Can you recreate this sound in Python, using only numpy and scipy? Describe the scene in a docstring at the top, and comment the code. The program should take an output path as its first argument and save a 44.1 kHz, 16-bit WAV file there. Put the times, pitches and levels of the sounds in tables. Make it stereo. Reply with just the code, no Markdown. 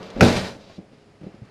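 """A light aluminium door slams inside a small trailer, close to the microphone.
It swings in with a rush of air, the latch cracks on its plate, the panel booms, and the walls and
fittings rattle on. Afterwards something swishes faintly, like clothing, and a few soft knocks thud
on the hollow floor. The door sits dead centre; only the highest treble spreads to the sides."""
import sys
import numpy as np
from scipy import signal
from scipy.fft import rfft, irfft, next_fast_len
from scipy.io import wavfile

SR = 44100
rng = np.random.default_rng(int(sys.argv[2]) if len(sys.argv) > 2 else 0)


def dump(signal):
    """Clip the signal to [-1, 1] and save it as 16-bit WAV at the path in sys.argv[1]."""
    limited = np.clip(np.atleast_2d(signal).T, -1, 1)
    pcm = np.round(limited * 32767).astype(np.int16)
    wavfile.write(sys.argv[1], SR, pcm)


N = 66150
T = np.arange(N) / SR


def amp(db):
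    """Decibels to gain."""
    return 10 ** (np.asarray(db) / 20)


def noise():
    """White noise of unit power."""
    return rng.standard_normal(N)


def colour(x, points):
    """Causal filter through (Hz, dB) points that keeps the power of white noise."""
    size = 2 * next_fast_len(N)
    octave = np.log2(np.maximum(np.arange(size // 2 + 1) * SR / size, 1))
    hz, db = np.array(points, float).T
    gain = amp(np.interp(octave, np.log2(hz), db))
    cepstrum = irfft(np.log(gain / np.sqrt(np.mean(gain ** 2))))
    cepstrum[1:size // 2] *= 2  # folded for minimum phase
    cepstrum[size // 2 + 1:] = 0
    return irfft(rfft(x, size) * np.exp(rfft(cepstrum)))[:N]


def decay(start, t60, attack=0.0001):
    """A quick rise, then a fall of 60 dB in t60; all times in seconds."""
    age = np.maximum(T - start, 0)
    return np.minimum(age / attack, 1) * np.exp(-np.log(1000) * age / t60)


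def bursts(rows, points):
    """Decaying bursts of noise that share one colour."""
    envelope = sum(amp(db) * decay(start, t60) for start, db, t60 in rows)
    return colour(noise() * envelope, points)


def ring(start, modes, pitch=1, attack=0.00033):
    """Damped modes struck at one moment."""
    return sum(amp(db) * decay(start, t60, attack) * np.sin(2 * np.pi * hz * pitch * (T - start))
               for hz, db, t60 in modes)


# The air in the trailer. Each row: frequency in Hz, relative level in dB.
AIR_COLOUR = [(25, -16), (60, -8), (110, -3), (200, -3), (450, -8.5), (620, -11.5), (1100, -19.5),
              (2500, -21.5), (3500, -28), (5000, -26.5), (6000, -34.5), (7000, -34), (8000, -38),
              (10000, -39), (11500, -50.5), (14000, -59)]
# Steady tones. Each row: frequency in Hz, level in dB.
HUM_TONES = [(124, -74), (414.5, -59.5), (538, -64.5), (1244, -73.5)]

def room_tone():
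    """Quiet air around the microphone, with a faint hum."""
    hum = sum(amp(db) * np.sin(2 * np.pi * hz * T) for hz, db in HUM_TONES)
    return amp(-54) * colour(noise(), AIR_COLOUR) + hum


# The rumble of the moving door. Each row: frequency in Hz, relative level in dB.
SWING_COLOUR = [(30, -22), (90, -8.5), (140, -11.5), (197, 6.5), (260, -15), (400, -0.5), (620, -7.5),
                (850, -14), (1250, -11.5), (2500, -53.5)]

def door_swing():
    """The door rumbles on its hinges and squeezes out a low puff of air just before it shuts."""
    end_s, fade_s = 0.19, 0.024
    puff_s, puff_width_s, puff_hz = 0.18, 0.025, 36
    rumble = amp(-42.5) * colour(noise(), SWING_COLOUR) * np.clip((end_s - T) / fade_s, 0, 1)
    puff_swell = amp(-35) * np.exp(-((T - puff_s) / puff_width_s) ** 2)
    return rumble + puff_swell * np.sin(2 * np.pi * puff_hz * (T - puff_s))


# Rubbing strokes. 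Each row: start in seconds, length in seconds, body level in dB, hiss level in dB.
SWISHES = [(-.05, 0.53, -46.5, -55.5), (.01, 0.08, -65, -59), (0.582, 0.21, -65, -56.5),
           (0.67, 0.079, -57.5, -87), (0.903, .15, -69.5, -67.5), (1.192, 0.22, -60, -73),
           (1.417, .1, -59, -71.5)]
# Their body and their hiss. Each row: frequency in Hz, relative level in dB.
SWISH_COLOUR = [(200, -5.5), (500, 6.5), (900, 0.5), (1300, 0.5), (2500, -3.5), (5000, -23.5), (8000, -46),
                (14000, -37)]
HISS_COLOUR = [(1000, -23), (2500, -0.5), (3400, 2.5), (5000, 1.5), (7000, -11), (8500, -19.5),
               (12000, -30), (15000, -46)]

def swishes():
    """The swinging door and clothes rub in faint swells of noise."""
    body, hiss = colour(noise(), SWISH_COLOUR), colour(noise(), HISS_COLOUR)
    out, fade_s = 0, 0.024
    for start, length, body_db, hiss_db in SWISHES:
        swell = np.clip(np.minimum(T - start, start + length - T) / fade_s, 0, 1)
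        out = out + swell * (amp(body_db) * body + amp(hiss_db) * hiss)
    return out


# Knocks on floor and walls. Each row: start in seconds, level in dB, pitch factor, scuff level in dB.
THUDS = [(.002, -36.5, 0.92, -40.5), (.16, -25, 1.11, -30), (.174, -35, .7, -34), (0.195, -25, 0.64, -25.5),
         (.554, -39.5, 1.48, -56), (.697, -43, 3.3, -52), (0.782, -27, 0.97, -41.5),
         (0.824, -46, 1.014, -84), (.928, -49, 1.33, -55.5), (1.082, -50.5, 0.77, -55),
         (1.213, -34.5, 0.9, -45), (1.233, -31.5, 0.91, -41), (1.2646, -27.5, 0.96, -45),
         (1.339, -37, 1.06, -48.5), (1.376, -41, 0.61, -56), (1.418, -29, .6, -53)]
# The hollow floor. Each row: frequency in Hz at pitch factor 1, relative level in dB, t60 in seconds.
FLOOR_MODES = [(109.7, -13.5, 0.087), (198.8, 4, 0.071), (328.7, -8.5, 0.13)]
# The scuff of a knock. Each row: frequency in Hz, relative level in dB.
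SCUFF_COLOUR = [(30, -13.5), (90, 2), (250, -1), (550, -3), (750, -9), (1000, -22.5), (2500, -26.5),
                (6000, -39.5), (12000, -62.5)]

def floor_thuds():
    """Soft knocks on the hollow trailer, each with a dull scuff; the deepest bass does not radiate."""
    knocks = sum(amp(db) * ring(start, FLOOR_MODES, pitch, attack=0.0033)
                 for start, db, pitch, _ in THUDS)
    low_cut = signal.butter(2, 65, "high", fs=SR, output="sos")
    scuffs = bursts([(start, scuff_db, 0.2) for start, _, _, scuff_db in THUDS], SCUFF_COLOUR)
    return signal.sosfilt(low_cut, knocks) + scuffs


# Small metal contacts. Each row: start in seconds, level in dB, t60 in seconds.
TICKS = [(.0295, -41.5, 0.021), (.103, -38, 0.013), (.109, -46, 0.016), (.1755, -45.5, 0.0057),
         (.1853, -37, 0.0039), (.2015, -41, .006), (1.236, -65, 0.027), (1.349, -60.5, 0.036),
         (1.451, -60, 0.043)]
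# Their bright tone. Each row: frequency in Hz, relative level in dB.
TICK_COLOUR = [(500, -6), (3000, 12.5), (5200, 10), (7000, 2.5), (9000, -4), (12500, -28.5), (15000, -42)]

def hinge_ticks():
    """Hinge and latch tick during the swing, and very faintly a second after the slam."""
    return bursts(TICKS, TICK_COLOUR)


# The latch striking its plate. Each row: start in seconds, level in dB, t60 in seconds.
CRACKS = [(.2084, -7.5, 0.027), (.2135, -19, .025), (.2228, -22, 0.068), (.2295, -23, .04)]
# The crack from close up. Each row: frequency in Hz, relative level in dB.
CRACK_COLOUR = [(200, -23), (600, 5), (1050, -12.5), (1500, 1), (1950, -6), (2550, -3), (3400, -11),
                (5300, -9), (7300, -17.5), (8500, -28), (12200, -26), (15000, -51)]
# Door frame and latch spring. Each row: frequency in Hz, level in dB, t60 in seconds.
FRAME_MODES = [(1317, -33, .25), (1350, -28, 0.27), (1437, -3.5, 0.022), (1890, -16.5, 0.041),
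               (2290, -21.5, .08), (2550, -27, .3), (2472, -27, 0.23)]
SPRING_MODES = [(10900, -36, 0.16), (10850, -42, .035)]

def latch():
    """Metal cracks on metal close to the microphone; the frame rings, then the latch spring."""
    return bursts(CRACKS, CRACK_COLOUR) + ring(0.2098, FRAME_MODES) + ring(0.229, SPRING_MODES)


# The walls' boom and the trailer's lingering hum. Each row: frequency in Hz, relative level in dB.
BOOM_COLOUR = [(25, -23.5), (55, -20.5), (80, -1), (122, 5.5), (160, -8.5), (215, 4.5), (300, -8),
               (450, -4), (650, -7.5), (900, -19), (1500, -32), (4000, -69.5)]
CABIN_COLOUR = [(30, -7), (80, -1), (140, -8), (195, 6), (300, -7), (600, -1), (1000, -14), (3000, -28.5),
                (8000, -53)]

def wall_boom():
    """The thin walls boom with the slam, and the body of the trailer hums on."""
    slam_s = 0.211
    boom = amp(-11.5) * colour(noise(), BOOM_COLOUR) * decay(slam_s, t60=0.5, attack=0.0083)
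    cabin = amp(-34) * colour(noise() * decay(slam_s, t60=1.51), CABIN_COLOUR)
    return boom + cabin


# Door against frame. Each row: start in seconds, level in dB, frequency driven hardest in Hz.
BLOWS = [(.213, 4.5, 307), (0.2212, -1.5, 114), (.2236, -4.5, 687), (0.2685, -13, 107), (0.2774, -19, 594),
         (.3628, -12, 177), (0.4153, -17.5, 139), (.474, -20, 1000)]
# Door panel and wall. Each row: frequency in Hz, relative level in dB, t60 in seconds.
PANEL_MODES = [(38.9, -22, .5), (89.5, -9, 0.21), (127.3, -21.5, 0.45), (185.2, -7.5, 0.25),
               (237.4, -16.5, 0.5), (277.1, -26, 0.27), (335.5, -14.5, 0.32), (413.8, -9, 0.16),
               (484.2, -22.5, .33), (551.4, -29.5, 0.8), (646.5, -19, .22), (768.5, -18.5, .21),
               (881, -24, 0.36), (965, -21.5, 0.19)]

def door_panel():
    """The door hits, seats and shudders; each blow rings the panel modes near its own frequency."""
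    out, width_octaves = 0, 1.2
    for start, db, centre_hz in BLOWS:
        modes = [(hz, mode_db - 6 * (np.log2(hz / centre_hz) / width_octaves) ** 2, t60)
                 for hz, mode_db, t60 in PANEL_MODES]
        out = out + amp(db) * ring(start, modes, attack=0.003)
    return out


# Single knocks of the fittings. Each row: start in seconds, level in dB, t60 in seconds.
CLATTERS = [(.283, -21.5, 0.039), (.338, -34.5, 0.076), (.364, -21.5, 0.12), (.445, -39, 0.15)]
# The tone of the fittings. Each row: frequency in Hz, relative level in dB.
RATTLE_COLOUR = [(100, -9.5), (200, 2.5), (330, 3.5), (600, 5.5), (720, -0.5), (850, 4), (1080, -2),
                 (1500, 0), (2100, -1), (2500, -4), (3300, -4), (5000, -4.5), (6500, -13.5), (8200, -18),
                 (11000, -25.5), (13000, -32), (15000, -57)]

def fittings():
    """A dense rattle fades slowly, then dies away quickly; a few knocks stand out."""
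    start_s, attack_s, hold_s = 0.219, 0.01, 0.25
    sag_db_per_s, release_db_per_s, clicks_per_s = 59, 182, 2500
    age = np.maximum(T - start_s, 0)
    fall_db = sag_db_per_s * np.minimum(age, hold_s) + release_db_per_s * np.maximum(age - hold_s, 0)
    envelope = amp(-19.5 - fall_db) * np.minimum(age / attack_s, 1)
    contacts = rng.random(N) < clicks_per_s / SR
    clicks = contacts * rng.choice([-1, 1], N) * amp(1.5 * noise())
    smeared = (clicks / clicks.std() + noise()) / np.sqrt(2)
    return colour(smeared * envelope, RATTLE_COLOUR) + bursts(CLATTERS, RATTLE_COLOUR)


def reflections(x):
    """The near walls return a dense cluster of echoes at about the power of the source."""
    echoes = noise() * decay(0, t60=0.14)
    return signal.fftconvolve(x, echoes / np.linalg.norm(echoes))[:N]


# The stereo width, strongest in the highest treble. Each row: frequency in Hz, relative level in dB.
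SIDE_COLOUR = [(30, -29), (120, -52), (500, -34), (1000, -29), (2000, -22), (4000, -19.5), (8000, -9),
               (10500, -13), (12500, 9.5), (16000, 1.5)]

def scene():
    """The door is close and central; rattle, swing and swishes also arrive off the walls."""
    echo_share = 0.17  # of the power
    around = fittings() + door_swing() + swishes()
    close = latch() + hinge_ticks() + door_panel() + wall_boom() + floor_thuds()
    mid = close + room_tone() + np.sqrt(1 - echo_share) * around
    mid += np.sqrt(echo_share) * reflections(around)
    side = amp(-9.5) * colour(reflections(mid), SIDE_COLOUR)
    return np.array([mid + side, mid - side])


def record(dry):
    """The microphone rounds the loudest peaks and cuts the top above 14.3 kHz."""
    rounded = dry / (1 + dry ** 4) ** (1 / 4)
    top_cut = signal.ellip(8, 0.2, 80, 14300, fs=SR, output="sos")
    return signal.sosfilt(top_cut, rounded)


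dry = scene()
out = record(dry)
dump(out)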